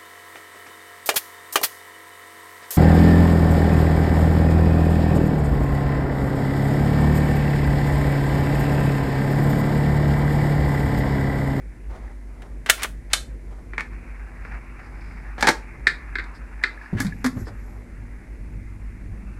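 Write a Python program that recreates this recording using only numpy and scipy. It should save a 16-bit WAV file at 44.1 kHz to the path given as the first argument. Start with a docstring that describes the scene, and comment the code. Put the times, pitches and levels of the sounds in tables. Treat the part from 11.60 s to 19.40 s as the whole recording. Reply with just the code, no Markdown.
"""Record changer cycle

An automatic record changer runs through its cycle in a small room, over motor hum, gear noise and a steady floor.
Lever, stop, cam, record, linkage and pickup strike as filtered chatter plus damped modes; friction is shaped noise.
The stylus lands with low decaying tones from the loudspeaker, short skid tones and groove rumble."""
import sys
import numpy as np
from scipy import signal
from scipy.fft import rfft, irfft
from scipy.io import wavfile
from scipy.ndimage import uniform_filter1d

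SR = 44100
rng = np.random.default_rng(int(sys.argv[2]) if len(sys.argv) > 2 else 0)


def wav_record(signal):
    """Record a signal, one row per channel, as 16-bit PCM in the file named by sys.argv[1]."""
    frames = np.transpose(np.atleast_2d(signal))
    bounded = np.clip(frames, -1, 1)
    # unit amplitude maps onto the largest positive 16-bit level
    quanta = np.round(bounded * 32767).astype(np.int16)
    wavfile.write(sys.argv[1], SR, quanta)


N = 343935
TIME = np.arange(N) / SR


def amp(db):
    """Decibels to gain."""
    return 10 ** (np.asarray(db) / 20)


def unit(x):
    """Scales to rms 1."""
    return x / np.sqrt(np.mean(x ** 2) + 1e-20)


def read(points, hz):
    """Reads a table on a log-frequency axis."""
    f, value = np.transpose(points)
    return np.interp(np.log(hz + 1), np.log(f + 1), value)


def add(mix, s, sound):
    """Mixes a sound in at time s."""
    part = mix[max(round(s * SR), 0):][:len(sound)]
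    part += sound[:len(part)]


def noise(colour):
    """Steady noise of a given spectrum, rms 1."""
    gain = amp(read(colour, np.fft.rfftfreq(N, 1 / SR)))
    return unit(irfft(rfft(rng.standard_normal(N)) * gain, N))


def drift(knots_per_s):
    """Random wandering between 2000 knots, rms 1; holds its value after the last knot."""
    knots = rng.standard_normal(2000)
    return unit(np.interp(TIME * knots_per_s, np.arange(len(knots)), knots))


def since(start_s, settle_s):
    """Rises from 0 at start_s and settles exponentially at 1."""
    return 1 - np.exp(-np.maximum(TIME - start_s, 0) / settle_s)


def bumps(rows):
    """Sum of bell-shaped swells, from rows of middle_s, length_s and height."""
    return [(height, np.exp(-(2 * (TIME - s) / length) ** 2)) for s, length, height in rows]


def causal(gain_db):
    """Minimum-phase impulse response: the earliest energy this spectrum allows, normalised to 1."""
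    log_gain = np.log(amp(np.r_[gain_db, gain_db[-2:0:-1]]))
    spectrum = np.exp(np.conj(signal.hilbert(log_gain)))
    click = np.fft.ifft(spectrum).real[:len(gain_db)]
    return click / np.linalg.norm(click)


def ring(modes, t):
    """Damped sines, each with a random starting phase."""
    out = 0
    for hz, db, t60 in modes:
        phase_turns = rng.random()
        out = out + amp(db - 60 * t / t60) * np.sin(2 * np.pi * (hz * t + phase_turns))
    return out


# room decay: band_hz, t60_s
ROOM_DECAY = [(150, 0.3), (600, 0.3), (2000, 0.2), (6000, 0.23), (15000, 0.24)]


def room(x, onset_s=0.0055):
    """A small room: dense reflections build up, then each band dies at its own speed."""
    hz, t, z = signal.stft(rng.standard_normal(SR // 2), SR, nperseg=256)
    decay = amp(-60 * t / read(ROOM_DECAY, hz)[:, None])
    tail = signal.istft(z * decay, SR, nperseg=256)[1]
    tail *= 1 - np.exp(-(np.arange(len(tail)) / SR / onset_s) ** 2)
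    return signal.fftconvolve(x, tail / np.linalg.norm(tail))[:N]


def placed(x, db, room_db):
    """A source at its level; room_db sets its reflections relative to the direct sound."""
    return amp(db) * (x + amp(room_db) * room(x))


# steady background spectrum: band_hz, relative_density_db
FLOOR_COLOUR = [(20, -19), (40, -7.5), (55, 2.5), (72, -12.5), (110, -13), (200, -18), (320, -20.5),
                (480, -25), (700, -30.5), (1400, -42), (2050, -31.5), (3100, -51), (7000, -49),
                (11000, -50.5), (15500, -70.5)]
FLOOR_DB = -43


def floor():
    """Steady background noise, strongest in the bass."""
    return amp(FLOOR_DB) * noise(FLOOR_COLOUR)


def wavering(x, patchy_db=1.84):
    """Sound below 3 kHz wavers in patches of about 500 Hz by 0.14 s."""
    hz, _, z = signal.stft(x, SR, nperseg=1024, noverlap=768)
    patches = uniform_filter1d(rng.standard_normal(z.shape), size=12, axis=0)
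    patches = unit(uniform_filter1d(patches, size=24, axis=1))
    z = z * amp(patchy_db * patches * (hz < 3000)[:, None])
    return signal.istft(z, SR, nperseg=1024, noverlap=768)[1][:N]


# brief bass dips: middle_s, length_s, depth_db
BASS_DIPS = [(1.154, 0.12, -7), (4.165, 0.073, -12), (5.244, 0.1, -15), (6.7, 0.19, -15)]


def bass_dips():
    """Gain of the low hum and groove rumble, whose level dips briefly."""
    return amp(sum(depth_db * bump for depth_db, bump in bumps(BASS_DIPS)))


# bearing rumble spectrum, peaking by the shaft speed: band_hz, relative_density_db
RUMBLE_COLOUR = [(30, -26), (45, -9), (49, 7), (57, 8), (63, -7), (75, -18.5), (120, -48), (600, -100)]
# faint motor lines: pitch_hz, rms_db
MOTOR_LINES = [(97.5, -60.5), (243.5, -56), (296, -65), (342, -61.5)]
SHAFT_HZ, SHAFT_RMS_DB, RUMBLE_RMS_DB = 48.4, -37, -44  # before the bass dips


def motor(waver=.004):
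    """The unbalanced rotor shakes the deck and beats with bearing rumble; weak higher lines waver above it."""
    shaft = np.sqrt(2) * amp(SHAFT_RMS_DB) * np.sin(2 * np.pi * SHAFT_HZ * TIME)
    rumble = amp(RUMBLE_RMS_DB) * noise(RUMBLE_COLOUR)
    lines = np.zeros(N)
    for hz, db in MOTOR_LINES:
        elapsed_s = np.cumsum(1 + waver * drift(13)) / SR
        lines += np.sqrt(2) * amp(db) * np.sin(2 * np.pi * hz * elapsed_s)
    return bass_dips() * (shaft + rumble) + lines


CAM_IN_S, CAM_OUT_S, ENGAGE_S, RUN_DOWN_S = 2.05, 5.37, 0.14, 0.51
IDLE_DB, CYCLE_DB, PLAY_DB = -64, -50, -58.5


def gear_load(wander_db=0.5):
    """Gain of the gear noise: idle, loaded while the cam turns, then easing off as the record plays."""
    engaged, released = since(CAM_IN_S, ENGAGE_S), since(CAM_OUT_S, RUN_DOWN_S)
    load_db = IDLE_DB + (CYCLE_DB - IDLE_DB) * engaged + (PLAY_DB - CYCLE_DB) * released
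    return amp(load_db + wander_db * drift(5.7))


# gear noise spectrum: band_hz, relative_density_db
WHIRR_COLOUR = [(400, -26), (800, -2), (1150, -3.5), (1700, 0.5), (2350, -3.5), (2700, -11.5),
                (3100, -30.5), (4200, -30), (5100, -27.5), (6200, -33.5), (12000, -50)]


def gears(uneven_db=2.0, grain_db=-7, grains_per_s=70):
    """Idler and cam gear rub unevenly, with tiny random ticks of their teeth."""
    sizes = amp(1.2 * np.minimum(rng.exponential(1, N), 3))
    teeth = (rng.random(N) < grains_per_s / SR) * sizes
    tick = causal(read(WHIRR_COLOUR, np.fft.rfftfreq(1024, 1 / SR)))
    ticks = signal.oaconvolve(teeth, tick)[:N]
    rubbing = noise(WHIRR_COLOUR) * amp(uneven_db * drift(45))
    return gear_load() * (rubbing + amp(grain_db) * unit(ticks))


def friction(rows, colour, uneven_db):
    """Friction noise in short, uneven, bell-shaped swells."""
    stroke = sum(amp(db) * bump for db, bump in bumps(rows))
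    return stroke * noise(colour) * amp(uneven_db * drift(90))


# soft rubs: middle_s, length_s, level_db
RUBS = [(0.337, 0.081, -44.5), (0.423, 0.23, -48.5), (0.83, 0.17, -51), (1.953, 0.17, -50.5)]
# their spectrum: band_hz, relative_density_db
RUB_COLOUR = [(200, 8.5), (500, 4.5), (800, 5.5), (1400, -1.5), (3000, -17.5), (7500, -24), (14000, -37)]


def handling_rubs():
    """Soft dull rubs while the deck is handled."""
    return friction(RUBS, RUB_COLOUR, uneven_db=2.5)


# harder cam drag: middle_s, length_s, level_db
DRAGS = [(2.87, 0.066, -44), (2.935, 0.061, -42.5), (3.21, 0.071, -45)]


def cam_drags():
    """The cam gear drags harder for a moment, swelling noise of the gear colour."""
    return friction(DRAGS, WHIRR_COLOUR, uneven_db=3.0)


# cam follower and arm pivot sliding: middle_s, length_s, level_db
PIVOT = [(2.87, 0.1, -68), (3.25, 0.084, -65.5), (3.47, 0.28, -65), (4.765, 0.047, -58.5), (5.25, 0.1, -65),
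         (5.88, 0.048, -53)]
# their spectrum: band_hz, relative_density_db
PIVOT_COLOUR = [(2500, -24), (4000, -12), (5100, -4), (6100, -23), (8000, -19), (14000, -38)]


def pivot_hiss():
    """Thin hiss of the cam follower and arm pivot sliding."""
    return friction(PIVOT, PIVOT_COLOUR, uneven_db=1.5)


# stylus finding the groove: middle_s, length_s, level_db
SIZZLE = [(5.58, 0.12, -66), (5.8, 0.1, -56.5), (6.05, 0.35, -68.5)]
# its spectrum: band_hz, relative_density_db
SIZZLE_COLOUR = [(2500, -29.5), (5500, -5), (7500, -4), (9500, -23), (11500, 1), (13000, -18),
                 (15000, -27.5)]


def stylus_sizzle():
    """High sizzle as the stylus finds the groove."""
    return friction(SIZZLE, SIZZLE_COLOUR, uneven_db=1.4)


# groove rumble spectrum: band_hz, relative_density_db
GROOVE_COLOUR = [(45, 2), (75, -2.5), (103, 11), (135, -8), (195, 0), (260, -5.5), (400, -28), (900, -61),
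                 (4000, -90)]
LAND_S, SETTLE_S, TRACK_S = 5.36, .3, 6.9  # landing time, settling time constant, first turns begin
LANDING_DB, LEAD_IN_DB, TRACKING_DB = -35, -45, -41  # before onset, unevenness and dips


def groove(rise_s=0.045, swell_s=0.09, uneven_db=1.5):
    """The stylus reads groove rumble: loud on landing, low in the lead-in, swelling in the first turns."""
    settled, tracking = since(LAND_S, SETTLE_S), since(TRACK_S, swell_s)
    db = LANDING_DB + (LEAD_IN_DB - LANDING_DB) * settled + (TRACKING_DB - LEAD_IN_DB) * tracking
    level = since(LAND_S, rise_s) * amp(db + uneven_db * drift(6))
    return level * bass_dips() * noise(GROOVE_COLOUR)


# stylus skids: start_s, length_s, relative_level_db
SKIDS = [(5.643, .034, -16), (5.728, .038, -27)]
SKID_HZ = 246


def skids(rise_s=0.0019, release_s=0.0093, waver=.04, uneven_db=2.0):
    """Stick and slip shake the arm near one pitch while the stylus skids; then it rings out."""
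    t = np.arange(SR // 4) / SR
    push = np.zeros(N)
    for s, length, db in SKIDS:
        release = np.exp(-np.maximum(t - length, 0) / release_s)
        add(push, s, amp(db) * (1 - np.exp(-t / rise_s)) * release)
    elapsed_s = np.cumsum(1 + waver * drift(80)) / SR
    return push * amp(uneven_db * drift(120)) * np.sin(2 * np.pi * SKID_HZ * elapsed_s)


# stylus jolts: start_s, relative_level_db, pitch_hz, t60_s
THUMPS = [(5.329, -10, 176, 0.04), (5.35, -14.5, 109.4, 0.13), (5.402, -14.5, 271, 0.077),
          (5.448, -13, 190.4, 0.14), (5.477, -18.5, 149, 0.11), (5.767, -12.5, 106, 0.049),
          (5.811, -23.5, 102, 0.094)]
# loudspeaker cabinet modes: pitch_hz, relative_level_db, t60_s
CABINET_MODES = [(108, -7, 0.22), (154.6, -0.5, 0.26), (217, 5.5, 0.12)]


def thumps(cabinet_db=-15, rise_s=0.00053, scuff_db=-22, scuff_t60=0.14):
    """Each stylus jolt pushes the loudspeaker cone and rings its cabinet, with a brief dull scuff."""
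    out, t = np.zeros(N), np.arange(SR // 2) / SR
    scuff = noise([(100, -10), (330, 8.5), (600, -8.5), (1000, -9.0), (2000, -19), (3500, -29), (12000, -45)])
    for s, db, hz, t60 in THUMPS:
        cone = -np.sin(2 * np.pi * hz * t) * amp(-60 * t / t60)
        push = amp(db) * (1 - np.exp(-t / rise_s))
        boom = cone + amp(cabinet_db) * ring(CABINET_MODES, t)
        scrape = amp(scuff_db - 60 * t / scuff_t60) * scuff[int(s * SR):][:len(t)]
        add(out, s, push * (boom + scrape))
    return out


# sliding before a snap: end_s, length_s, level_db
SLIDES = [(1.096, 0.034, -36), (1.104, 0.014, -17), (1.261, 0.084, -31), (1.535, 0.033, -39.5),
          (3.812, 0.031, -40), (5.036, 0.0082, -39), (5.399, 0.028, -38)]
# its spectrum: band_hz, relative_density_db
SLIDE_COLOUR = [(200, -18), (900, -2), (2000, 2.5), (3300, -8.5), (8000, -21.5), (15000, -33.5)]


def slides():
    """Friction that swells as a spring is loaded, and stops when it lets go."""
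    load = np.zeros(N)
    for end_s, length, db in SLIDES:
        swell = np.linspace(.35, 1, max(int(length * SR), 2))
        add(load, end_s - length, amp(db) * swell)
    return load * noise(SLIDE_COLOUR) * amp(2.1 * drift(390))


# soft pushes on the arm tube: start_s, relative_level_db
NUDGES = [(5.012, -33), (5.173, -30.5), (5.211, -28), (5.257, -28.5), (5.37, -33), (5.38, -25),
          (5.403, -14.5), (5.521, -24.5)]
# arm tube modes: pitch_hz, relative_level_db, t60_s
TUBE_MODES = [(1704, 0, 0.039), (1930, -9, 0.022), (2224, -7, 0.023)]
SWING_START_S, SWING_END_S, RATTLES_PER_S, RATTLE_RELATIVE_DB = 4.3, 5.3, 9, -33


def nudges(push_s=0.0037):
    """Slow pushes ring only the arm tube's lowest modes; fainter ones come by chance as the arm swings."""
    t = np.arange(SR // 8) / SR
    swinging = (TIME > SWING_START_S) & (TIME < SWING_END_S)
    pushes = amp(RATTLE_RELATIVE_DB) * swinging * (rng.random(N) < RATTLES_PER_S / SR)
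    for s, db in NUDGES:
        add(pushes, s, amp([db]))
    tube = (1 - np.exp(-(t / push_s) ** 2)) * ring(TUBE_MODES, t)
    return amp(3.0) * signal.oaconvolve(pushes, tube)[:N]


def through_chassis(force, spread_s):
    """Bending waves carry the highs ahead of the lows; dense modes even out the blow's spectrum."""
    hz, z = np.fft.rfftfreq(len(force), 1 / SR), rfft(force)
    z = z / np.sqrt(uniform_filter1d(abs(z) ** 2, size=160))
    turns = 2 * spread_s * np.sqrt(1e3 * hz)  # delay is spread_s at 1 kHz, falling as 1/sqrt(hz)
    fade = np.clip(np.linspace(2, -1, len(force)), 0, 1)
    return fade * irfft(z * np.exp(-2j * np.pi * turns), len(force))


def strikes(rows, colour, modes, crack, modes_db, rise_s, spread_s):
    """Each contact: a crack, a dense dying chatter of the chassis, and the part's own modes."""
    out, t, hz = np.zeros(N), np.arange(SR // 4) / SR, np.fft.rfftfreq(2048, 1 / SR)
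    swell = 1 - np.exp(-t / max(rise_s, 1e-5))
    for s, db, tilt_db_per_octave, t60 in rows:
        chatter = rng.choice([-1., 1.], len(t)) * swell * amp(-60 * t / max(t60, .004))
        chatter /= np.linalg.norm(chatter)
        chatter[np.argmax(swell > .5)] += crack
        octaves = np.log2(np.maximum(hz, 500) / 2000)
        body = causal(read(colour, hz) + tilt_db_per_octave * octaves)
        blow = signal.fftconvolve(through_chassis(chatter, spread_s), body)[:len(t)]
        blow /= np.sqrt(uniform_filter1d(blow ** 2, size=176).max())  # strongest 4 ms at rms 1
        add(out, s, amp(db) * (blow + amp(modes_db) * swell * ring(modes, t)))
    return out


# lever contacts: start_s, relative_level_db, brightness_db_per_octave
LEVER = [(0.819, -36.5, -2.5), (1.0603, -20, -2.5), (1.095, -10, -6), (1.097, 2, 2.5), (1.22, -21.5, -0.5),
         (1.231, -12.5, 4), (1.244, -15.5, -5.5)]
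# their spectrum: band_hz, relative_density_db
LEVER_COLOUR = [(90, -47.5), (160, -26), (400, -18), (560, -13), (800, -12.5), (1000, -10), (1300, -5.5),
                (1750, -1.5), (2200, -5), (3600, -8), (4600, -15), (8900, -15.5), (16000, -31)]
# lever modes: pitch_hz, relative_level_db, t60_s
LEVER_MODES = [(975, -9, 0.093), (1450, -10, 0.064), (1495, -6.5, .05), (1650, 4, .045), (2320, 0, .04)]
LEVER_T60_S = 0.044


def lever():
    """The start lever is pushed over its detent and snaps."""
    hits = strikes([(*row, LEVER_T60_S) for row in LEVER], LEVER_COLOUR, LEVER_MODES,
                   crack=0.34, modes_db=-15.5, rise_s=0.0014, spread_s=0.000993)
    return placed(hits, db=-8.0, room_db=-13.0)


# lever stop: start_s, relative_level_db, brightness_db_per_octave, t60_s
STOP = [(1.532, -2, 1, 0.043)]
# its spectrum: band_hz, relative_density_db
STOP_COLOUR = [(90, -37), (160, -15), (330, -15.5), (820, -6.5), (1600, -2), (2700, -4.5), (4000, -0.5),
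               (5000, -8), (8000, -7.5), (11300, -16), (15000, -35), (16000, -60.5)]


def stop():
    """The lever springs back against its stop and rings its own modes."""
    hits = strikes(STOP, STOP_COLOUR, LEVER_MODES,
                   crack=0.3, modes_db=-29, rise_s=0.00089, spread_s=0.00138)
    return placed(hits, db=-9, room_db=-9.0)


# cam knocks: start_s, relative_level_db, brightness_db_per_octave, t60_s
CAM = [(2.133, -22, -2.5, 0.059), (2.179, -8, 0, 0.041), (2.195, -14, 1, 0.066), (2.206, -13, 4.5, 0.028),
       (2.849, -23, -6, 0.014)]
# their spectrum: band_hz, relative_density_db
CAM_COLOUR = [(120, -17), (350, -6), (600, -15), (950, -6), (1350, 2), (1800, -0.5), (2250, 5),
              (2900, -18.5), (4300, -22), (8000, -34), (11000, -43), (15000, -61)]
# linkage modes, shared with the arm linkage: pitch_hz, relative_level_db, t60_s
LINKAGE_MODES = [(1466, -5.5, 0.089), (1740, -10, 0.16), (1850, 17, 0.013), (2170, -32, 0.028)]


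def cam():
    """The cam gear catches and knocks, ringing the linkage."""
    hits = strikes(CAM, CAM_COLOUR, LINKAGE_MODES,
                   crack=0.79, modes_db=-10, rise_s=0.0016, spread_s=0.001416)
    return placed(hits, db=-11.5, room_db=-9)


# record contacts: start_s, relative_level_db, brightness_db_per_octave, t60_s
DROP = [(3.78, -19, -5.5, 0.16), (3.808, -15.5, 3.5, 0.054), (3.825, 0, -1, 0.042), (3.842, -7, -3.5, 0.15),
        (3.87, 3.5, -0.5, 0.074), (3.88, 1.5, -5.5, 0.073), (3.886, 1.5, 1, 0.06), (3.906, -17, 4, 0.057)]
# their spectrum: band_hz, relative_density_db
DROP_COLOUR = [(60, -38), (125, -12.5), (190, -11), (240, -5.5), (400, -8), (680, -9), (850, 3.5),
               (1100, -8), (1650, -0.5), (2250, -4.5), (2850, -15.5), (4100, -10.5), (8000, -20),
               (12000, -31.5), (16000, -44)]
# record and platter modes: pitch_hz, relative_level_db, t60_s
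DROP_MODES = [(260, -4, 0.083), (325, 0, 0.13), (578, -3, .07), (735, -7, 0.046), (950, -5, .06),
              (1360, 5, 0.072), (1655, 7.5, 0.1)]


def drop():
    """The record slips off its ledge, drops down the spindle and slaps onto the platter."""
    hits = strikes(DROP, DROP_COLOUR, DROP_MODES,
                   crack=0.45, modes_db=-16.5, rise_s=.0008, spread_s=0.00115)
    return placed(hits, db=-13.0, room_db=-11.5)


# linkage clacks: start_s, relative_level_db, brightness_db_per_octave, t60_s
LINKAGE = [(4.2686, 2, 1, 0.021), (4.2744, -9.5, 7, 0.039), (4.554, -10.5, -1, 0.03),
           (4.5844, -12.5, -1, 0.019), (4.5939, -17, -2.5, 0.047), (4.6394, -35, 9, 0.03),
           (5.0365, -4, 1.5, 0.034), (5.0494, -23, -1.5, 0.05), (5.466, -26, 10.5, 0.049)]
# their spectrum: band_hz, relative_density_db
LINKAGE_COLOUR = [(150, -20), (400, -9), (650, -26.5), (1050, -16.5), (1600, 4.5), (2200, 2.5),
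                  (2950, -24.5), (3750, -9.5), (4900, -18.5), (6000, -34), (8000, -33), (11000, -51),
                  (15000, -70)]


def linkage():
    """The arm linkage clacks as the arm swings over."""
    hits = strikes(LINKAGE, LINKAGE_COLOUR, LINKAGE_MODES,
                   crack=0.78, modes_db=-9.5, rise_s=0.0012, spread_s=0.00153)
    return placed(hits, db=-10, room_db=-7.5)


# pickup contacts: start_s, relative_level_db, brightness_db_per_octave, t60_s
PICKUP = [(5.401, -12, 2, 0.036), (5.413, -21, 3, 0.1), (5.446, -27.5, 1.5, 0.11),
          (5.642, -10.5, -1, 0.079), (5.66, -13, 0.5, 0.067), (5.769, -25.5, -11, 0.077),
          (5.867, -25, -8.5, 0.21), (5.881, -35, -2, 0.063)]
# their spectrum: band_hz, relative_density_db
PICKUP_COLOUR = [(290, -5), (500, -5), (761, -7), (1690, 1), (2290, -7.5), (2850, -22.5), (3650, -11.5),
                 (3920, -18), (4280, -12), (8210, -17.5), (8830, -22.5), (11100, -19), (16000, -40)]
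# pickup modes: pitch_hz, relative_level_db, t60_s
PICKUP_MODES = [(1250, -14, 0.045), (1780, 2, .06)]


def pickup():
    """The pickup head meets the disc."""
    hits = strikes(PICKUP, PICKUP_COLOUR, PICKUP_MODES,
                   crack=0.28, modes_db=-9, rise_s=0.00111, spread_s=0.001987)
    return placed(hits, db=-11, room_db=-11.0)


def scene():
    """The deck and its loudspeaker, close by in the room."""
    running = motor() + wavering(gears() + floor())
    rubbing = handling_rubs() + cam_drags() + pivot_hiss() + stylus_sizzle()
    speaker = placed(thumps() + skids(), db=-2, room_db=-8.5) + groove()
    controls = lever() + stop()
    changer = cam() + drop()
    arm = linkage() + pickup() + nudges()
    return (running + rubbing + speaker + controls + changer + arm + slides())[None]


EDGE_HZ = 16100


def record(dry):
    """The loudest peaks round off at full scale; then a low-pass sets the band limit."""
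    limited = dry / (1 + dry ** 6) ** (1 / 6)
    lowpass = signal.firwin(511, EDGE_HZ, window=("kaiser", 9), fs=SR)
    return signal.oaconvolve(limited, lowpass[None], "same")


dry = scene()
out = record(dry)
wav_record(out)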